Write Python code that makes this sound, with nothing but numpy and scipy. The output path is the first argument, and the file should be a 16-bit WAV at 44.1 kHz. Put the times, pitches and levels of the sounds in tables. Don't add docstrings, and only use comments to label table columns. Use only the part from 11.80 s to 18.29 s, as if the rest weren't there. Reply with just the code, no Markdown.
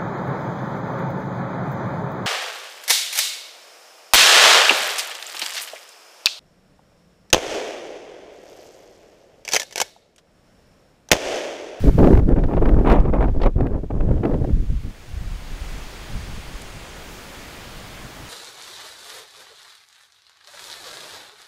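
import sys
import numpy as np
from scipy import signal
from scipy.io import wavfile
from scipy.ndimage import uniform_filter1d

SR = 44100
rng = np.random.default_rng(int(sys.argv[2]) if len(sys.argv) > 2 else 0)


def persist_wave(psi):
    counts = np.round(np.clip(psi, -1, 1) * 32767).astype(np.int16)
    wavfile.write(sys.argv[1], SR, np.atleast_2d(counts).T)


def gain_from_db(level_db):
    decades = np.asarray(level_db, float) / 20
    return 10 ** decades


N = 286209

# (time [s], push [dB], quick knocks over slow heave [dB])
EDDY_PUSH = [(0, -16, 3), (.07, -14.5, -1), (.34, -11, 1.5), (.5, -18.5, -3.5), (1.15, -13.5, -6.5),
             (1.68, -11.5, -14), (1.8, -19, -5.5), (2.22, -15, -6.5), (2.4, -23, 1), (2.9, -16, -6.5),
             (2.97, -19, -0.5), (3.27, -45.5, -2.5), (3.35, -28, -3), (3.62, -26, -17.5),
             (4.29, -39.5, -2.5), (4.34, -26.5, -5.5), (5.08, -44, -6.5), (6.49, -44.5, -1)]
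# (time [s], peak [dB], swing [Hz])
EDDY_SHOVES = [(0.076, 0.5, 40.7), (0.187, -13, 40), (0.334, 2.5, 53.5), (0.515, -4, 31.4),
               (0.619, -11, 54), (0.774, -13.5, 39.7), (0.854, -7, 33.3), (0.924, -5.5, 45.6),
               (0.985, -5, 34.4), (1.016, -19, 32.5), (1.1, -2, 31), (1.185, -2, 31), (1.24, -15, 37.2),
               (1.399, -9, 45), (1.447, -8, 32.6), (1.654, -3.5, 31), (1.759, -6.5, 93), (2.199, -8, 32.3),
               (2.726, -5.5, 59), (2.789, -11, 37.7), (2.88, -10.5, 31), (3.04, -16, 61), (3.33, -21, 59.2),
               (3.365, -17, 64.6), (3.512, -23.5, 33), (3.726, -23, 32.5), (3.806, -19.5, 44.5),
               (4.359, -23, 40.4), (4.475, -28, 68), (4.74, -23, 35.7)]
# (time [s], length [s], flutter [dB], brightness: treble over middle [dB])
AIR_PUFFS = [(0.042, 0.049, -16, -30), (.125, 0.04, -27, -59), (0.178, 0.2, -13, -24),
             (0.371, 0.026, -20, -15), (.41, 0.055, -29, -25), (0.483, 0.046, -14, -27.5),
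             (0.562, 0.038, -19.5, -21), (0.613, 0.043, -26, -18.5), (0.677, 0.12, -26, -13),
             (0.816, 0.083, -21.5, -13.5), (0.914, 0.13, -21, -18), (1.047, .14, -18.5, -5.5),
             (1.19, 0.11, -26, -12), (1.329, 0.059, -23.5, -9.5), (1.401, 0.054, -23, -7.5),
             (1.479, 0.016, -28, -11), (1.543, 0.037, -28, -22), (1.616, 0.033, -27, -1.5),
             (1.658, 0.012, -22, -4.5), (1.765, .12, -24, -18.5), (1.901, 0.089, -28, -17),
             (2.035, 0.0073, -32, -18), (2.106, 0.17, -32, -17), (2.177, 0.27, -28, -22.5),
             (2.426, 0.13, -22.5, -21), (2.563, 0.093, -28.5, -28), (2.675, 0.034, -20.5, -44),
             (2.746, .09, -32, -54), (2.897, 0.0084, -37, -45), (3.036, 0.048, -33, -60)]
# (frequency [Hz], density [dB per Hz], share of the brightness this pitch follows [ratio])
EDGE_COLOUR = [(103, -0.5, 0), (291, 6.5, 0), (478, 0.5, 0), (968, 3.5, 1.09), (1570, -20.5, 0.34),
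               (2620, -9.5, 1.83), (4050, -10, 6.5), (6670, -39.5, 2), (11900, -46, 2)]
# (time [s], treble peak [dB], middle over treble [dB], top over treble [dB])
STRONG_SPURTS = [(0.0778, -29, 17.5, -12.5), (0.1852, -20.5, 16, -19), (0.227, -19.5, 16.5, -34),
                 (0.242, -14.5, 6, -38), (0.281, -27.5, 21, -22), (0.3327, -15.5, -14, -29),
                 (.371, -17, 7.5, -23), (0.391, -23, -3, -28.5), (0.561, -24.5, 6, -31),
                 (0.636, -18.5, -6, -24), (0.7344, -20, -1, -35), (0.767, -20, 11, -28),
                 (.822, -22, 13.5, -27), (0.8545, -14.5, -3, -25), (0.887, -17.5, 8.5, -26),
                 (1.06, -12.5, -11, -30), (1.097, -7.5, -21, -23.5), (1.1185, -17, -3, -12.5),
                 (1.1987, -27, 15, -14), (1.3345, -18.5, 9.5, -27), (1.424, -17.5, 8, -41),
                 (1.4794, -27, 11, -36), (1.6598, -18.5, 13.5, -14), (1.8043, -20, 9, -23),
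                 (1.865, -24, 6.5, -25), (2.105, -25.5, 12.5, -33), (2.31, -27.5, 11.5, -40),
                 (2.4496, -17, 7, -24), (2.5397, -22.5, 4.5, -36), (2.6415, -29.5, 15, -21)]
# (time [s], treble peak [dB])
SMALL_SPURTS = [(.1974, -15.5), (.254, -21.5), (.269, -19), (.3484, -22), (0.487, -35), (0.4995, -32),
                (.5194, -28), (0.5877, -25), (.697, -31), (.7761, -23), (.9388, -29), (0.992, -26),
                (1.1104, -14.5), (1.1583, -25), (1.178, -27), (1.254, -28.5), (1.3594, -27), (1.407, -22),
                (1.4396, -22), (1.6, -26.5), (1.616, -21), (1.637, -21.5), (1.667, -21.5), (2.204, -23),
                (2.2876, -33), (2.3366, -38), (2.376, -33), (2.434, -21.5), (2.5075, -30), (2.693, -34)]
# (time [s], peak [dB])
TWIG_SNAP = [
    (4.8178, -33),
]
# (frequency [Hz], density [dB per Hz])
LEAF_COLOUR = [(12, -20), (20, 0), (40, 10), (70, 5.5), (130, 5), (670, 0.5), (940, -1.5), (2500, -3.5),
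               (4000, -8), (6650, -12), (10500, -18), (15800, -20)]
# (time [s], level above 10 kHz [dB])
NEAR_LEAVES = [
    (0, 1),
    (5.15, -4),
    (5.19, 0.5),
    (5.4, 0),
    (6.49, -1.5),
]
# (time [s], change [dB])
GAIN_DUCKS = [(.095, -4), (.345, -3), (.40, -8.5), (1.12, -4), (1.66, -4)]

GUST_END_S = 3.2


def in_time(rows):
    s, *columns = np.transpose(rows)
    return [np.interp(np.arange(N) / SR, s, c) for c in columns]


def at_hz(points, hz):
    known, *columns = np.transpose(points)
    return [np.interp(np.log(hz), np.log(known), c) for c in columns]


def rms_one(x):
    return x / np.sqrt(np.mean(x ** 2) + 1e-20)


def hiss():
    return rng.standard_normal(N)


def drift(rate):
    r = np.exp(-40 * np.pi * rate / SR)
    slow = signal.lfilter([1], [1, -2 * r, r * r], rng.standard_normal(N // 20 + 3002))[3000:]
    return np.interp(np.arange(N) / 20, np.arange(len(slow)), rms_one(slow))


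def band(x, low_hz, high_hz):
    return signal.sosfilt(signal.butter(2, [low_hz, high_hz], "band", fs=SR, output="sos"), x)


def half_octaves(white, low, count):
    for k in range(count):
        edge = low * 2 ** (k / 2)
        yield edge * 2 ** .25, band(white[k % 2], edge, edge * np.sqrt(2))


def push(slack):
    push_db, quick_db = in_time(EDDY_PUSH)
    gusty = np.arange(N) < GUST_END_S * SR
    slack = np.maximum(slack, -16) * gusty
    push_db = push_db + .3 * slack
    quick_db = quick_db + .41 * slack

    lumps_db = 3.7 * np.tanh(2.6 * drift(8))
    heave = band(hiss(), 11, 34.6) + gain_from_db(-8) * band(hiss(), 30, 65)
    knocks = band(band(hiss(), 41.4, 160.3), 53.5, 237)
    heave = rms_one(heave * gain_from_db(lumps_db))
    knocks = rms_one(knocks * gain_from_db(lumps_db + 2.85 * drift(17.2)))
    return gain_from_db(push_db - 1.5) * (heave + gain_from_db(quick_db) * knocks)


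def shoves():
    out = np.zeros(N)
    ways = rng.choice([-1, 1], len(EDDY_SHOVES))
    for (s, peak_db, hz), way in zip(EDDY_SHOVES, ways):
        turns = np.arange(8000) / SR * hz
        swing = np.sin(2 * np.pi * turns) * np.exp(-((turns - .55) / .39) ** 2)
        out[round(s * SR):][:len(turns)] += way * gain_from_db(peak_db + .5) * swing
    return out


def puffs():
    rise_db_per_s, fall_db_per_s = 1499.5, 447.5
    s, length, level_db, bright_db = np.transpose(AIR_PUFFS)[:, :, None]
    t = np.arange(N // 32 + 2) * 32 / SR
    before, after = np.maximum(s - t, 0), np.maximum(t - s - length, 0)
    slack = -rise_db_per_s * before - fall_db_per_s * after
    arch_db = 1 + 14.5 * length
    slack = slack - arch_db * np.clip(2 * (t - s) / length - 1, -1, 1) ** 2

    level_db = level_db + slack
    bright_db = bright_db + 1.1 * slack
    rules = np.argmax(level_db, axis=0)[None]
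    curves = [np.take_along_axis(c, rules, axis=0)[0] for c in (level_db, bright_db, slack)]
    return [np.interp(np.arange(N) / SR, t, uniform_filter1d(c, size=5)) for c in curves]


def flutter(flutter_db, bright_db):
    size = round(GUST_END_S * SR)
    flutter_db, bright_db = flutter_db[:size], bright_db[:size]
    sputter = np.tanh((.3 * drift(25) + .7 * drift(110))[:size]) * 1.5
    dullest_db = np.minimum(bright_db + 41.5, 0)
    out = np.zeros(N)
    for hz, noise in half_octaves(rng.standard_normal((2, size)), 114, count=14):
        noise = band(noise, hz * .7, hz * 1.4)
        colour_db, share = at_hz(EDGE_COLOUR, hz)
        level_db = flutter_db + colour_db + share * np.minimum(bright_db, 0)
        octaves_up = max(np.log2(hz / 219), 0)
        level_db = level_db + .69 * octaves_up * dullest_db
        sputter_db = (4 + .75 * share) * sputter + drift(43)[:size]
        out[:size] += noise * gain_from_db(13 + level_db + sputter_db)
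    return out


def spurts():
    half_length_s, lead_s = .0043, .04
    small_middle_db, small_top_db = 6, -30.5
    shapes, t = np.zeros((3, N)), np.arange(4400) / SR
    widths = half_length_s * np.array([[1.6], [1], [.7]])
    shape = np.exp(-((t - lead_s - 1.03 * half_length_s) / widths) ** 2)
    small = [(s, db, small_middle_db, small_top_db) for s, db in SMALL_SPURTS]
    for s, peak_db, middle_db, top_db in list(STRONG_SPURTS) + small:
        start = round((s - lead_s) * SR)
        levels_db = peak_db + np.array([[middle_db], [0], [top_db]])
        shapes[:, start:start + len(t)] += shape * gain_from_db(levels_db)

    struck = rng.random(N) < 4000 / SR
    tick_db = 3.5 * np.minimum(rng.exponential(1, N), 3)
    ticks = struck * gain_from_db(tick_db) * rng.choice([-1, 1], N)
    middle = band(band(hiss(), 211, 688), 150, 876)
    treble = band(band(ticks, 270, 1524), 400, 3100)
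    top = band(band(ticks, 2200, 6500), 1800, 8500) + gain_from_db(-11.5) * band(ticks, 4400, 15000)
    out = gain_from_db(-9.5) * shapes[0] * rms_one(middle)
    out += gain_from_db(-12) * shapes[1] * rms_one(treble)
    return out + gain_from_db(-8) * shapes[2] * rms_one(top)


def twig():
    (s, peak_db), = TWIG_SNAP
    t = np.arange(N) / SR - s - .002
    return band(hiss(), 5000, 10000) * gain_from_db(peak_db - 2) * np.exp(-(t / .004) ** 2)


def rush_db():
    start_db, duck_s = -52, .008
    climb_from_s, climb_to_s = 2.053, 3.9
    t = np.arange(N) / SR
    ducked = sum(db * np.clip((t - s) / duck_s + .5, 0, 1) for s, db in GAIN_DUCKS)
    creep_from_s = GAIN_DUCKS[2][0]
    creep = 2.5 * (np.clip(t, creep_from_s, climb_from_s) - creep_from_s)
    climb = np.clip(t, climb_from_s, climb_to_s) - climb_from_s
    return start_db + ducked + creep + 12.5 * climb * (1 - .056 * climb)


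def leaves():
    out, near_db = np.zeros(N), in_time(NEAR_LEAVES)[0]
    for hz, noise in half_octaves(rng.standard_normal((2, N)), 19.7, count=20):
        level_db = at_hz(LEAF_COLOUR, hz)[0] + .5 * drift(4.3) + near_db * (hz > 10000)
        out += gain_from_db(level_db) * noise
    return gain_from_db(rush_db() + 11.5) * rms_one(out)


def scene():
    flutter_db, bright_db, slack = puffs()
    wind = push(slack) + shoves() + flutter(flutter_db, bright_db) + spurts()
    return (wind + twig() + leaves())[None]


def band_limit(x):
    return signal.sosfilt(signal.butter(12, 16540, fs=SR, output="sos"), x)


def record(dry):
    overload, cutoff_hz = .715, 15750
    cut = signal.ellip(14, .2, 70, cutoff_hz, fs=SR, output="sos")
    mix = signal.sosfilt(cut, np.clip(dry, -overload, overload))
    return band_limit(mix)


dry = scene()
out = record(dry)
persist_wave(out)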